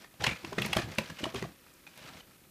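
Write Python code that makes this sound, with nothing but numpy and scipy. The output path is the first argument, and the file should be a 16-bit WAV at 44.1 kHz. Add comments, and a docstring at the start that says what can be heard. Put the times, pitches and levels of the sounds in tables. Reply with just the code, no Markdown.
"""In a small bare room, someone shifts their weight over broken laths and plaster, close to a microphone.
Laths snap: tiny fractures ring each piece, with a dry crack and settling crumbs. Boards knock and short
laths clack as dying tones, and chips tick as puffs of bright noise. Plaster grit crunches under the sole
as thousands of tiny ringing grains; a last light scuff follows. Air and microphone hiss lies underneath."""
import sys
import numpy as np
from scipy import signal
from scipy.io import wavfile
from scipy.ndimage import uniform_filter1d

SR = 44100
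rng = np.random.default_rng(int(sys.argv[2]) if len(sys.argv) > 2 else 0)


def voltage_ratio(level):
    """Linear amplitude factor for a level in decibels (scalar or array-like)."""
    return 10 ** (np.asarray(level, float) / 20)


def int16_out(signal):
    """Quantize to a 16-bit WAV file."""
    q = np.round(np.clip(np.atleast_2d(signal).T, -1, 1) * 32767)
    wavfile.write(sys.argv[1], SR, q.astype(np.int16))


N = 110250  # samples: 2.5 s

# tone of crushed plaster, under the sole and in the crumbs: (frequency [Hz], level per Hz [dB])
GRIT_TONE = [(240, -32), (400, -6), (488, 6.5), (715, 1), (1120, 2.5), (2400, 4), (2710, 3), (5310, -2.5),
             (15500, -24)]
GRAINS_PER_S = 18000  # average number of crushed grains each second


def evened(x):
    """Scales a sound to an average strength (rms) of 1."""
    return x / np.sqrt(np.mean(x ** 2) + 1e-20)


def peaked(x):
    """Scales a sound so that its loudest two milliseconds have rms 1."""
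    return x / np.sqrt(uniform_filter1d(x ** 2, size=88).max() + 1e-20)


def read(points, hz):
    """Reads a table between its points, on a logarithmic frequency axis."""
    f, value = np.transpose(points)
    return np.interp(np.log(hz + 1), np.log(f + 1), value)


def add(mix, s, sound):
    """Mixes a sound in, starting at s seconds."""
    part = mix[max(round(s * SR), 0):][:len(sound)]
    part += sound[:len(part)]


def colour(x, points):
    """Filters a sound to the given spectrum, without any sound ahead of its cause (minimum phase)."""
    level_db = read(points, abs(np.fft.fftfreq(4096, 1 / SR)))
    log_gain = np.log(voltage_ratio(np.maximum(level_db, -100)))
    response = np.exp(np.conj(signal.hilbert(log_gain)))
    taps = np.fft.ifft(response).real[:2048]
    return signal.oaconvolve(x, taps)[:len(x)]


def ring(t, hz, db, t60):
    """One mode (way of vibrating): a pure tone that fades by 60 dB in t60 seconds."""
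    return voltage_ratio(db - 60 * t / t60) * np.sin(2 * np.pi * hz * t)


def clicks(per_s):
    """A random train of clicks of either sign, a few of them large, coming in clumps."""
    spread_db, clump_db = 2, 2
    happens = rng.random(N) < per_s / SR
    size = np.minimum(rng.exponential(1, N), 4)
    sign = rng.choice([-1., 1.], N)
    slow_noise = uniform_filter1d(uniform_filter1d(rng.standard_normal(N), size=300), size=300)
    return sign * voltage_ratio(spread_db * size + clump_db * evened(slow_noise)) * happens


def hiss():
    """Air and microphone noise: steady random noise, shaped in tone."""
    # tone of the hiss: (frequency [Hz], level per Hz [dB])
    hiss_tone = [(15, -27), (25, 11), (107, -2.5), (313, 1), (399, -5), (1110, -22), (1270, -8.5),
                 (1570, -24), (14300, -13), (15500, -25)]
    return voltage_ratio(-61.5) * evened(colour(rng.standard_normal(N), hiss_tone))


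def grains():
    """Every click makes one grain ring for a few cycles, at one of 24 pitches."""
    ring_cycles = 4.0
    train = clicks(GRAINS_PER_S)
    pick = rng.integers(0, 24, N)
    t = np.arange(1024) / SR
    out = np.zeros(N)
    for k, hz in enumerate(np.geomspace(350, 15000, num=24)):
        fade = np.exp(-np.pi * t * hz / ring_cycles)
        grain = t * hz * fade * np.sin(2 * np.pi * hz * t)
        grain = np.sqrt(hz) * grain / np.linalg.norm(grain)
        out += signal.oaconvolve(train * (pick == k), grain)[:N]
    return out


def grind():
    """Plaster grains crush under the sole while the boards below creak dully with the load."""
    # how hard the sole grinds: (time [s], grit level [dB], board creak level [dB])
    grind_levels = [(0, -53.5, -58), (0.049, -58, -74), (.09, -67, -77), (0.189, -64, -69),
                    (.21, -44.5, -41.5), (.27, -40.5, -47), (.33, -46, -51), (0.379, -55, -66),
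                    (.43, -53.5, -56), (.47, -50.5, -50.5), (.57, -52, -51), (.60, -45.5, -44.5),
                    (.67, -39.5, -47), (.70, -48, -44.5), (.76, -45, -50), (0.788, -38, -51),
                    (.86, -53.5, -46), (.92, -49.5, -47), (.97, -52, -67), (1.008, -49.5, -41.5),
                    (1.07, -51.5, -62), (1.15, -54, -66), (1.22, -46.5, -52), (1.28, -49.5, -53),
                    (1.33, -53.5, -55), (1.37, -43, -44.5), (1.41, -50, -45), (1.45, -54, -58),
                    (1.49, -60.5, -51), (1.54, -64.5, -66), (1.62, -65, -81), (1.69, -62, -82),
                    (1.8, -65, -80), (1.942, -59.5, -74), (2.05, -49.5, -54.5), (2.12, -52.5, -54.5),
                    (2.2, -54, -60), (2.22, -63.5, -68), (2.5, -67, -70)]
    # dull tone of the loaded boards: (frequency [Hz], level per Hz [dB])
    load_tone = [(18, -34), (30, -8.5), (108, -3.5), (183, 0), (220, -5), (280, -9), (342, -9),
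                 (517, -14.5), (900, -16.5), (1170, -44), (1980, -120)]
    s, grit_db, load_db = np.transpose(grind_levels)
    t = np.arange(N) / SR
    grit = evened(colour(grains(), GRIT_TONE))
    creaks = evened(colour(clicks(400), load_tone))  # 400 small creaks a second
    return voltage_ratio(np.interp(t, s, grit_db)) * grit + voltage_ratio(np.interp(t, s, load_db)) * creaks


def knock(s, db, hz, t60):
    """A soft push rings the low modes of a loose board."""
    # modes of a board: (pitch ratio, level [dB], fade time ratio)
    board_modes = [(.4, -6.5, 0.98), (.62, -3.5, 1.1), (1.0, 6.5, 0.71), (1.75, -1.5, 0.75),
                   (3.2, -5, 0.67)]
    trim_db, push_s = -7.5, 0.0065
    t = np.arange(8192) / SR
    body = np.zeros(len(t))
    for ratio, level, fade_ratio in board_modes:
        detune = 1 if ratio == 1 else rng.uniform(0.886, 1.164)  # the main mode keeps its pitch
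        body += ring(t, hz * ratio * detune, level, t60 * fade_ratio)
    push = 1 - np.exp(-t / push_s)
    softened = uniform_filter1d(push * body, size=40)
    return s, -voltage_ratio(db + trim_db) * peaked(softened)


def snap(s, db, hz, crack_db, length):
    """A few milliseconds of tiny fractures ring the piece and crack dryly; then crumbs settle."""
    # modes of a snapped piece: (pitch ratio, level [dB])
    piece_modes = [(0.362, -11), (.68, -16.5), (1.0, 3.5), (1.281, -2), (1.698, -10.5)]
    # tone of the dry crack: (frequency [Hz], level per Hz [dB])
    crack_tone = [(150,-23.5),(400,-15),(800,1),(1500,-5.5),(2600,0),(4000,-7),(6000,-11.5),(9000,-20),(16000,-28.5)]
    lead_s, lead_db = .012, -23  # the piece crackles briefly before it gives
    fractures_per_s, tear_rise = 14000, .45  # rise as a share of the tearing length
    piece_t60_s, crumble_t60_s = .014, .12
    trim_db, crumble_db = -6, -11
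    t = np.arange(6000) / SR
    chance = rng.random(len(t))
    fracture_noise, crumb_noise = rng.standard_normal((len(t), 2)).T

    x = np.maximum(t - lead_s, 0) / max(length, .002)  # progress of the tearing
    rise = np.minimum(voltage_ratio(lead_db) * (t / lead_s) ** 2 + (x / tear_rise) ** 2, 1)
    tear = fracture_noise * (chance < fractures_per_s / SR) * rise * np.exp(-x ** 3)

    modes = np.zeros(len(t))
    for ratio, level in piece_modes:
        detune = 1 if ratio == 1 else rng.uniform(0.789, 1.153)  # the main mode keeps its pitch
        modes += ring(t, hz * ratio * detune, level, piece_t60_s)
    body = peaked(signal.fftconvolve(tear, modes)[:len(t)])

    crack = peaked(colour(tear, crack_tone))
    crumbs = evened(colour(crumb_noise * (chance < GRAINS_PER_S / SR), GRIT_TONE))
    crumbs *= rise * voltage_ratio(crumble_db - 60 * (t - lead_s) / crumble_t60_s)
    sound = body + voltage_ratio(crack_db) * (crack + crumbs)
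    return s - lead_s - .003, voltage_ratio(db + trim_db) * sound


def clack(s, db, hz, t60):
    """A short lath gives one woody note: a single fading tone with a quick, soft start."""
    t = np.arange(4096) / SR
    note = (1 - np.exp(-t * hz)) * ring(t, hz, 0, t60)
    return s, voltage_ratio(db) * peaked(note)


def chip(s, db, hz):
    """A flying chip ticks: a tiny puff of noise, filtered to a bright band."""
    puff_s, half_width = .007, .2  # half the bandwidth, as a share of the centre
    t = np.arange(1024) / SR
    puff = rng.standard_normal(len(t)) * np.sin(np.pi * np.minimum(t / puff_s, 1)) ** 2
    edges = [hz * (1 - half_width), min(hz * (1 + half_width), SR / 2.2)]
    band = signal.butter(1, edges, "band", fs=SR, output="sos")
    return s - puff_s / 2, voltage_ratio(db) * peaked(signal.sosfilt(band, puff))


def room(x):
    """Sparse reflections of random sign, each frequency band dying at its own speed."""
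    # how long the echoes last: (frequency [Hz], time to fade by 60 dB [s])
    fade_times = [(100, 0.2), (400, 0.17), (1500, 0.31), (4000, 0.1), (10000, 0.15)]
    gap_s = 0.0045  # silence ahead of the first reflection
    taps = np.zeros(SR // 2)
    at = np.arange(round(gap_s * SR), len(taps) - 20, 20)
    at += rng.integers(0, 20, len(at))
    taps[at] = rng.choice([-1., 1.], len(at))
    hz, t, z = signal.stft(taps, SR, nperseg=256)
    fade = voltage_ratio(-60 * t / read(fade_times, hz)[:, None])
    tail = signal.istft(z * fade, SR, nperseg=256)[1]
    return signal.fftconvolve(x, tail / np.linalg.norm(tail))[:N]


def scene():
    """Knocks, snaps, clacks, chips and the grind in the room, over the hiss; both channels are alike."""
    # boards knocking: (time [s], level before the trim [dB], main pitch [Hz], fade time before the ratios [s])
    knocks = [(0.009, -51, 345, 0.13), (0.2, -41, 134, 0.049), (0.216, -34, 204, 0.2),
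              (0.268, -25, 125.3, 0.085), (0.314, -27, 171, 0.057), (0.44, -30, 329, 0.062),
              (0.52, -30.5, 401, 0.071), (0.579, -21.5, 185.5, 0.11), (0.605, -26.5, 202.2, 0.15),
              (0.649, -27.5, 205, 0.06), (0.763, -17, 185, 0.056), (0.782, -21.5, 350, 0.08),
              (0.838, -27, 96, 0.08), (0.89, -35, 88.5, 0.11), (0.982, -20, 205, 0.047),
              (1.095, -32.5, 150.8, 0.11), (1.12, -31.5, 169, 0.04), (1.204, -33, 586, 0.042),
              (1.232, -22.5, 282, 0.027), (1.264, -25, 326, 0.027), (1.341, -24, 386.7, 0.1),
              (1.359, -28, 113, 0.065), (1.42, -27, 183, 0.083), (1.444, -30.5, 154.6, 0.073),
              (1.477, -46, 184, 0.038), (1.867, -51, 283, 0.12)]
    # laths snapping: (time [s], level before the trim [dB], main pitch [Hz],
    # crack and crumbs against the ring [dB], tearing length [s])
    snaps = [(0.046,-41,1820,-8,0.0041),(0.142,-45.5,770,-4,0.0038),(0.205,-37.5,1800,-1,0.013),(0.223,-28,780,-5,0.0055),
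             (.241,-22.5,2940,3.5,0.007),(0.244,-20,2060,-15,0.01),(.266,-18.5,2770,-1,0.0088),(0.272,-22,2270,-16,0.016),
             (0.289,-25.5,2340,-8,0.013),(0.312,-27,2360,-13,.008),(0.315,-32.5,2230,-13,0.018),(0.329,-36,2420,-15,0.0089),
             (0.36,-38,2310,-25,0.011),(0.371,-45,2270,-16,0.011),(0.447,-34,2710,2.5,0.0098),(0.529,-30.5,1070,-4.5,0.0073),
             (0.583,-20,2050,-17.5,0.011),(0.6,-42,4580,-1,.004),(0.62,-20,2744,-20,0.0073),(.622,-39,4180,-7,0.011),
             (0.647,-28,2260,-8,0.011),(0.664,-37,2830,3,0.0087),(.731,-21,2876,-4.5,0.0084),(0.753,-41,2400,11.5,0.0043),
             (0.77,-29.5,2040,11.5,0.0061),(0.785,-27.5,1780,-8,0.0096),(0.797,-36,2410,-8,0.0029),(0.82,-33,1730,-14,0.009),
             (0.902,-42,1430,0,0.0033),(0.961,-42,1830,-4,0.0026),(0.985,-26,2730,7.5,0.0068),(1.06,-42,3280,-9,0.0064),
             (1.099,-36.5,1770,0,0.01),(1.172,-45,2980,-1,0.0033),(1.188,-37,2720,-6,0.0099),(1.24,-27.5,2985,1.5,0.0075),
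             (1.257,-25,1160,-6,0.0045),(1.293,-40,2600,-8,.005),(1.347,-33.5,1130,1.5,0.0046),(1.358,-36,3280,1.5,0.0093),
             (1.426,-32,2050,-0.5,0.0043),(1.441,-32.5,1010,-8,0.0066),(1.665,-49,1310,-5,0.006),(1.868,-41,2500,-10,0.0051),(1.876,-43,2450,-2,0.0038),
             (1.977,-44.5,724,1,0.004),(1.989,-55,2580,0,0.0065),(2.031,-53.5,1790,2,.005),(2.097,-41,855,-8,0.0059),
             (2.17,-52,2830,-13,0.0054),(2.204,-45.5,3030,-8,0.0098)]
    # short laths clacking: (time [s], level [dB], pitch [Hz], time to fade by 60 dB [s])
    clacks = [(.241,-33,870,0.015),(.267,-32.5,920,0.021),(.523,-41,643,0.029),(.58,-29,424,0.021),(.732,-36,1260,0.02),
              (.766,-27.5,640,0.035),(.79,-42,704,0.11),(.986,-30.5,568,0.024),(.986,-37,1020,0.018),(1.207,-47,520,0.022),
              (1.24,-38,635,0.039),(1.265,-40,657,0.082),(1.346,-33,399,0.035),(1.425,-34,407,0.02),(1.45,-39.5,687,0.032)]
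    # chips ticking: (time [s], level [dB], centre of the band [Hz])
    chips = [(.62,-40,11500),(0.662,-39,10800),(.732,-37.5,8700),(0.766,-41,10800),(0.952,-52,7460),(0.987,-42,13500),
             (1.24,-56,11500),(1.345,-49,10500),(1.739,-57,7960),(1.977,-51,10800)]
    hits = np.zeros(N)
    for source, table in ((knock, knocks), (snap, snaps), (clack, clacks), (chip, chips)):
        for row in table:
            add(hits, *source(*row))
    near = hits + grind()
    mono = near + voltage_ratio(-12.5) * room(near) + hiss()
    return np.array([mono, mono])


def top_cut(x):
    """Nothing passes above the cut-off."""
    return signal.sosfilt(signal.butter(12, 15900, fs=SR, output="sos"), x)


def record(dry):
    """A small microphone picks up little deep bass and almost nothing in the highest treble."""
    # response of the microphone: (frequency [Hz], gain [dB])
    mic_response = [(20,-16),(45,-7),(80,-1),(120,0),(15000,0),(15400,-3),(15750,-60),(22000,-90)]
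    finished = np.array([colour(x, mic_response) for x in dry])
    return top_cut(finished)


dry = scene()
out = record(dry)
int16_out(out)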